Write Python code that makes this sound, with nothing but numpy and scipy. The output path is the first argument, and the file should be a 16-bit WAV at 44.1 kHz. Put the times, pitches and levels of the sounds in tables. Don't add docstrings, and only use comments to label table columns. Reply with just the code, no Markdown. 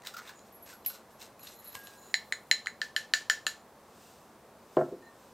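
import sys
import numpy as np
from scipy import signal
from scipy.fft import rfft, irfft
from scipy.io import wavfile

SR = 44100
rng = np.random.default_rng(int(sys.argv[2]) if len(sys.argv) > 2 else 0)


def voltage_ratio(decibels):
    exponent = np.asarray(decibels, float) / 20
    return 10 ** exponent


def generate_wav(sig):
    pcm = np.round(np.clip(np.atleast_2d(sig).T, -1, 1) * 32767).astype(np.int16)
    wavfile.write(sys.argv[1], SR, pcm)


N = 235173


def rms_one(x):
    return x / np.sqrt(np.mean(x ** 2) + 1e-20)


def at_hz(points, hz):
    point_hz, value = np.transpose(points)
    return np.interp(np.log(hz + 1), np.log(point_hz), value)


def colour(x, spectrum):
    gain = voltage_ratio(at_hz(spectrum, np.fft.rfftfreq(len(x), 1 / SR)))
    return rms_one(irfft(rfft(x) * gain, len(x)))


def band(x, low_hz, high_hz):
    return signal.sosfilt(signal.butter(2, [low_hz, high_hz], "band", fs=SR, output="sos"), x)


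def ring(clicks, hz, t60):
    shrink = voltage_ratio(-60 / (t60 * SR))
    turn = 2 * np.pi * hz / SR
    return signal.lfilter([0, np.sin(turn)], [1, -2 * shrink * np.cos(turn), shrink ** 2], clicks + 1e-18)


def strike(times, level_db, modes, spread_db, contact=0.8, alternate=False):
    at = (np.asarray(times) * SR).astype(int)
    out = np.zeros(N)
    chance = rng.standard_normal((len(at), len(modes)))
    for k, (hz, mode_db, t60) in enumerate(modes):
        sign = (-1) ** (k * alternate)
        clicks = np.zeros(N)
        clicks[at] = sign * voltage_ratio(level_db + mode_db + spread_db * chance[:, k])
        cycles = np.arange(int(contact * SR / hz) + 2) * hz / SR
        push = np.hanning(len(cycles)) * np.sin(2 * np.pi * cycles)
        pushes = signal.oaconvolve(clicks, 4 * push / len(push))[:N]
        out += ring(pushes, hz, t60)
    return out


def played(events, families, contact, longest=1, alternate=False):
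    s, *levels = np.transpose(events)
    out = np.zeros(N)
    for level_db, modes in zip(levels, families):
        damped = [(hz, db, min(t60, longest)) for hz, db, t60 in modes]
        out += strike(s, level_db, damped, spread_db=3.0, contact=contact, alternate=alternate)
    return out


def grains(per_s, size_db):
    sizes = voltage_ratio(size_db * np.minimum(rng.exponential(1, N), 4)) * rng.choice([-1, 1], N)
    return rms_one(sizes * (rng.random(N) < per_s / SR))


def spells(rows, rise, fall):
    t = np.arange(N) / SR
    start, end = np.array(rows)[:, :2].T[:, :, None]
    return voltage_ratio(-rise * np.clip(start - t, 0, 2) - fall * np.clip(t - end, 0, 2))


def summed(gains, level_db):
    return np.sqrt(voltage_ratio(2 * np.asarray(level_db)) @ gains ** 2)


# (pitch [Hz], level [dB])
AIR = [(12, -26.5), (20, -13), (174, -9.5), (224, -3.5), (265, -11), (289, -9.5), (535, -6), (1140, -10),
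       (1240, -13.5), (1350, -14.5), (3060, -27.5), (3320, -26.5), (4790, -28.5), (15200, -33),
       (16500, -35)]


def air():
    return voltage_ratio(-56.5) * colour(rng.standard_normal(N), AIR)


# (pitch [Hz], level [dB per Hz])
CRACK = [(500, -24), (1200, -4.5), (2500, 4.5), (5000, 0.5), (8500, 1), (11000, -13), (15000, -14),
         (16300, -45)]


def cracks(times, level_db):
    crack = np.zeros(N)
    t = np.arange(600) / SR
    for s, db in zip(times, level_db):
        burst = 3 * (t == 0) + rng.standard_normal(len(t)) * np.exp(-t / 0.0011)
        crack[int(s * SR):][:len(t)] += voltage_ratio(db + 16.5) * burst
    edge = colour(np.eye(1, 512, 256)[0], CRACK) / np.sqrt(512)
    sudden = signal.minimum_phase(np.convolve(edge, edge[::-1]))
    return signal.oaconvolve(crack, sudden)[:N]


# (time [s], glass level [dB], upper modes against the first [dB], crack level [dB])
TOUCHES = [
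    (0.021, -71, 6, -65),
    (0.3927, -77, 11.5, -65),
    (.8629, -71, 2, -51),
    (1.7529, -64, 9, -49),
    (1.8713, -57.5, 8, -58.5),
]
# (time [s], glass level [dB], upper modes against the first [dB], blade level [dB],
# blade turn [0 flat to 1 edge])
RAPS = [
    (2.1415, -27.5, -1.5, -25.5, -0.078),
    (2.3237, -34.5, -0.5, -31.5, -0.19),
    (2.5128, -17.5, -6.5, -18.5, 0),
    (2.6597, -55.5, 10.5, -37, 1),
    (2.6701, -37.5, -4, -43.5, -0.48),
    (2.816, -25.5, -31, -25, 0.8),
    (2.9633, -21.5, -16.5, -21, 0.79),
    (3.1367, -16, -19.5, -15, 0.77),
    (3.2984, -12, -22.5, -18.5, 1.2),
    (3.4663, -23, -13, -20, 0.77),
]
# (pitch [Hz], level [dB], t60 [s])
CUP = [
    [(1768, 1, 0.041), (1780, -17, 0.035)],
    [(4044, 2, 0.049), (4092, -3.5, 0.1)],
    [(6890, 2.5, 0.053), (7056, 3.5, 0.081)],
    [(10660, 2, 0.033), (11160, -7.5, 0.035), (14850, -5, .04)],
]
UPPER_DB = [0, 0, -7, -19]
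UPPER_FOLLOWS = [0, 0.9, 0.55, .8]


def glass():
    s, glass_db, upper_db = np.transpose([row[:3] for row in TOUCHES + RAPS])
    rim_db = glass_db[:, None] + UPPER_DB + np.outer(upper_db, UPPER_FOLLOWS)
    touch_crack_db = [row[3] for row in TOUCHES]
    rap_crack_db = rim_db[len(TOUCHES):, 2] - 6.5
    crack = cracks(s, np.r_[touch_crack_db, rap_crack_db])
    return played(np.c_[s, rim_db], CUP, contact=2.3) + crack


# (time [s], peak level [dB], centre pitch [Hz], length [s])
LUMPS = [(0.035, -48.5, 1850, 0.0038), (0.049, -40, 1850, .004), (.062, -38, 3800, .002),
         (0.0704, -27, 3800, 0.0014), (0.077, -47, 1830, .005), (.139, -35, 1330, .005),
         (.167, -33, 1300, .0025), (.1785, -36, 1400, .004), (.186, -37, 1320, .005),
         (0.276, -39.5, 3600, 0.0055), (.2925, -37.5, 1700, 0.0028), (0.304, -47, 2500, 0.00091),
         (0.66, -54, 3930, 0.0032), (0.698, -43, 1790, .005), (0.727, -44, 1400, 0.0048),
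         (.849, -42, 3000, .002), (0.9, -40.5, 1390, .004), (0.945, -46, 1280, .005),
         (1.215, -39.5, 3800, .003), (1.2845, -59, 2000, 0.0023), (1.394, -48, 2500, 0.0015),
         (1.4705, -37.5, 3820, 0.0029), (1.79, -59, 1650, 0.0034), (1.8365, -57, 3000, .002),
         (1.95, -61, 3000, .002), (2.063, -61, 3000, .002), (2.1, -58, 3000, 0.0013),
         (2.364, -53, 3970, 0.0026)]


def lumps():
    out = np.zeros(N)
    t = np.arange(2000) / SR
    for s, peak_db, hz, length in LUMPS:
        grit = rng.standard_normal(len(t)) * t / length * np.exp(-t / length)
        crackle = band(grit, 1800, 7500) + voltage_ratio(-6) * band(grit, 9500, 15800)
        crackle_db = -3 + 6 * np.log2(hz / 2000)
        sound = 3 * band(grit, hz / 1.06, hz * 1.13) + voltage_ratio(crackle_db) * crackle
        out[int((s - length / 2) * SR):][:len(t)] += voltage_ratio(peak_db) * sound / np.abs(sound).max()
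    return out


# (start [s], end [s], hiss level [dB], low crunch against hiss [dB])
STROKES = [(0.068, 0.066, -44.5, 3), (.139, 0.14, -73, 6), (0.184, 0.177, -62.5, 16),
           (0.223, 0.307, -56.5, 7.5), (0.458, 0.465, -62.5, -2), (0.665, 0.714, -52, -0.5),
           (0.859, 0.95, -51.5, -4.5), (1.108, 1.115, -64, -5), (1.202, 1.239, -50, -2.5),
           (1.43, 1.525, -55, -2), (1.625, 1.74, -61, 3.5), (1.747, 1.748, -49.5, -1.5),
           (1.798, 1.937, -58.5, -0.5), (2.02, 2.14, -65, -1)]
# (pitch [Hz], level [dB per Hz])
SUGAR = [(1290, -57), (2200, -23), (2620, 0), (3220, -6), (3710, -2.5), (4380, -5), (4920, -3.5),
         (8730, -4.5), (10200, -16.5), (13900, -6), (16000, -21)]
# (start [s], end [s], second mode level [dB], third mode level [dB])
SING = [
    (.37, 0.408, -78, -63.5),
    (.87, 0.943, -58, -79),
    (1.42, 1.478, -62, -64),
    (1.537, 1.6, -65, -68),
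    (1.663, 1.748, -61, -71),
    (1.86, 1.904, -64, -72),
    (1.98, 2.104, -67.5, -64),
]
# (pitch [Hz], level [dB], t60 [s])
SINGING = [
    [(4030, 1.5, 0.033), (4105, -1, 0.069)],
    [(6960, 8.5, 0.025)],
]


def scrape():
    strokes = spells(STROKES, rise=1060, fall=280)
    _, _, hiss_db, crunch_db = np.transpose(STROKES)
    hiss = summed(strokes, hiss_db - 3.5) * colour(grains(5000, size_db=5.0), SUGAR)
    crunching = rms_one(band(grains(1900, size_db=4.5), 880, 2300))
    crunch = summed(strokes, hiss_db + crunch_db - 7.5) * crunching
    push = grains(400, size_db=0)
    sliding = spells(SING, rise=430, fall=430)
    singing = np.zeros(N)
    for level_db, modes in zip(np.transpose(SING)[2:], SINGING):
        pushed = summed(sliding, level_db) * push
        for hz, db, t60 in modes:
            singing += voltage_ratio(db - 24.5) * ring(pushed, hz, t60)
    return hiss + crunch + band(singing, 3000, 9000)


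# (time [s], level [dB], 11.8 kHz mode against the 11.3 kHz one [dB])
TICKS = [(0.524, -61, 10), (.545, -48.5, -2), (0.625, -50, 2), (0.735, -61, 4), (0.8608, -38, 14.5),
         (0.947, -69, -9), (1.1218, -64, -8), (1.393, -55.5, -1), (1.4306, -50.5, -2), (1.482, -57, -10),
         (1.5348, -57, -14), (1.562, -61, 3), (1.5895, -49, -6), (1.643, -49, 0), (1.6736, -48.5, -2),
         (1.6985, -65, -8), (1.722, -56, 5), (1.7483, -53, 4), (1.7898, -60, 4), (1.8362, -56, -2),
         (1.8711, -64, 4)]
# (start [s], end [s], level [dB])
RUB = [
    (.72, .82, -68),
    (1.1, 1.15, -79),
    (1.58, 1.72, -75),
    (1.955, 1.98, -75),
]
# (time [s], level [dB])
HANDLE = [
    (2.9627, -53.5),
    (3.1362, -51),
    (3.2979, -58),
    (3.4655, -44),
]
# (pitch [Hz], level [dB], t60 [s])
SHANK = [
    [(11304, 0, .15)],
    [(11778, 0, .11)],
    [(14120, -1, .1), (14215, -4, .1), (14900, -6, .15), (13245, -12, .1)],
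]


def shank():
    push = summed(spells(RUB, rise=55, fall=75.3), [row[2] for row in RUB]) * grains(395, size_db=-8.5)
    rub = np.zeros(N)
    for modes in SHANK:
        for hz, db, t60 in modes:
            rub += voltage_ratio(db - 30) * ring(push, hz, t60)
    s, db, lean_db = np.transpose(TICKS)
    tipped_db = np.where(s > 1.3, 0, -9)
    top_db = db + 0.93 * lean_db + tipped_db
    ticks = played(np.c_[s, db, db + lean_db, top_db], SHANK, contact=8.0, longest=0.16)
    return ticks + played(HANDLE, SHANK, contact=4.0) + band(rub, 8200, 15400)


# (time [s], level [dB])
BOWL_HIT = (1.751, -54.5)
# (pitch [Hz], level [dB], t60 [s])
BOWL = [(1631, 3.1, 0.93), (1040, 20, 0.02), (116, 9.4, 0.072)]


def landing():
    s, level_db = BOWL_HIT
    return strike([s], level_db, BOWL, spread_db=4.5)


# (time [s], level [dB])
TRICKLE = [
    (1.84, -81),
    (1.98, -78),
    (2.186, -79),
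    (2.51, -86),
]


def trickle():
    t = np.arange(N) / SR
    s, level_db = np.transpose(TRICKLE)
    falling = voltage_ratio(np.interp(t, s, level_db)) * (t > s[0]) * (t < s[-1])
    return falling * voltage_ratio(12.5) * rms_one(band(grains(2500, size_db=4.0), 6840, 19100))


# (pitch [Hz], level [dB], t60 [s])
BLADE = [
    [(1297, 3, .009), (1573, -2, 0.0062)],
    [(400, -7.5, 0.015), (754, 5.5, 0.006)],
    [(1710, -4, 0.0063), (2058, 0, 0.0079)],
    [(2820, 4, 0.014), (3080, 5, 0.014), (3410, -4, 0.014)],
    [(3892, 2, 0.012), (4450, 5, 0.0058), (5600, -3, 0.0088), (6150, -2.5, 0.0021), (8500, -21, .004),
     (12430, -11.5, 0.0037)],
]
FLAT_DB = [-17, -13.5, 8, -10.5, -2.5]
EDGE_DB = [-2.5, -24, -22, -8, -6]


def blade():
    s, _, _, blade_db, turned = np.transpose(RAPS)
    humps_db = blade_db[:, None] + np.outer(1 - turned, FLAT_DB) + np.outer(turned, EDGE_DB)
    return played(np.c_[s, humps_db], BLADE, contact=1.9, longest=.016, alternate=True)


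def rattle():
    out = np.zeros(N)
    t = np.arange(6000) / SR
    for s, _, _, blade_db, turned in RAPS:
        level_db = blade_db + np.interp(turned, [0, 1], [-19, -13.5])
        out[int(s * SR):][:len(t)] += voltage_ratio(level_db) * rng.standard_normal(len(t)) * np.exp(-t / 0.035)
    return band(out, 1800, 7400) + voltage_ratio(-15) * band(out, 7000, 15000)


# (start [s], end [s], level [dB])
SLEEVE = [
    (4.03, 4.081, -61),
    (4.77, 4.805, -64),
    (5.22, 5.26, -67),
]


def sleeve():
    moving = summed(spells(SLEEVE, rise=70, fall=54), [row[2] for row in SLEEVE])
    return moving * colour(rng.standard_normal(N), SUGAR)


# (time [s], peak level [dB])
SET_DOWN = [
    (4.768, -7.5),
    (4.787, -17.5),
    (4.809, -16.5),
]
# (time [s], peak level [dB])
ROCKING = [
    (4.883, -37),
    (4.921, -25),
    (4.933, -40),
]
# (time [s], level [dB])
FREED = [
    (5.02, -63),
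    (5.052, -59),
    (5.065, -59.5),
]
# (pitch [Hz], level [dB], t60 [s])
KNOCK = [(388, 0.5, 0.019), (684, -18, 0.0095), (1050, -15, 0.017), (1340, -25, 0.0073),
         (1710, -32, 0.0093), (2050, -41, 0.01), (3000, -23, 0.0063), (4450, -30, 0.0037)]
# (pitch [Hz], level [dB], t60 [s])
TABLE = [(151, -8, 0.063), (228, -16, 0.13), (315, -9, 0.11), (360, -6, 0.16), (393, -3, 0.12),
         (517, -4.5, 0.12), (615, -14, 0.12), (641, -3.5, 0.13), (688, -2, 0.091), (766, -15, 0.18),
         (876, -7, 0.053), (980, -11.5, 0.056), (1043, -3, 0.033), (1108, -18.5, 0.12), (1200, -15, 0.039),
         (1318, -27, 0.22), (1390, -16.5, 0.052), (1566, -18, 0.067), (1730, -21, 0.076),
         (1870, -24, 0.065), (2180, -26.5, 0.038), (2440, -30, .03)]
# (pitch [Hz], level [dB], t60 [s])
FREE_CUP = [(1820, 2, 0.19), (4070, -6, .12), (7040, -6, .12)]


def table():
    s, peak_db = np.transpose(SET_DOWN)
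    foot = strike(s[:1], peak_db[0] - 5, KNOCK, spread_db=1, contact=1.8)
    top = strike(s, peak_db - 11.5, TABLE, spread_db=2.5, contact=3.2)
    low_modes = [(hz, db, 0.61 * t60) for hz, db, t60 in TABLE[1:6]]
    rocking = voltage_ratio(-4.5) * played(ROCKING, [low_modes], contact=1.9)
    return foot + top + rocking + played(FREED, [FREE_CUP], contact=14.0)


# (pitch [Hz], t60 [s])
ROOM_T60 = [(200, 0.48), (1000, 0.24), (3000, 0.27), (8000, 0.24), (16000, 0.053)]


def room(x):
    t = np.arange(SR // 2) / SR
    tail = np.zeros(len(t))
    white = rng.standard_normal((2, len(t)))
    edges = 100 * 2 ** np.arange(0, 7.6, .5)
    for k, (low, high) in enumerate(zip(edges, edges[1:])):
        tail += band(white[k % 2], low, high) * voltage_ratio(-60 * t / at_hz(ROOM_T60, low))
    early = voltage_ratio(6.5 - 60 * t / 0.071)
    tail *= (1 + early) * np.clip(t / .0045 - 1, 0, 1)
    return signal.fftconvolve(x, tail / np.sqrt(np.sum(tail ** 2)))[:N]


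# (pitch [Hz], level [dB per Hz])
SIDE_HISS = [(12, -39.5), (20, -9), (729, -6.5), (1140, -12), (1790, -10.5), (14700, -7.5), (16500, -19)]


def scene():
    slap = blade()
    to_walls = voltage_ratio(-3.5)
    near = glass() + lumps() + scrape() + shank() + landing() + trickle() + rattle() + table()
    near += to_walls * slap
    mid = near + (1 - to_walls) * slap + voltage_ratio(-8.5) * room(near) + sleeve() + air()
    side = voltage_ratio(-34) * band(room(near), 700, 16000)
    side += voltage_ratio(-73) * colour(rng.standard_normal(N), SIDE_HISS)
    return np.array([mid + side, mid - side])


def top_cut(x):
    return signal.sosfilt(signal.butter(12, 16640, fs=SR, output="sos"), x)


def record(dry):
    steep = signal.cheby2(8, 40, 16700, fs=SR, output="sos")
    mix = signal.sosfilt(steep, band(dry, 58, 18000))
    return top_cut(mix)


dry = scene()
out = record(dry)
generate_wav(out)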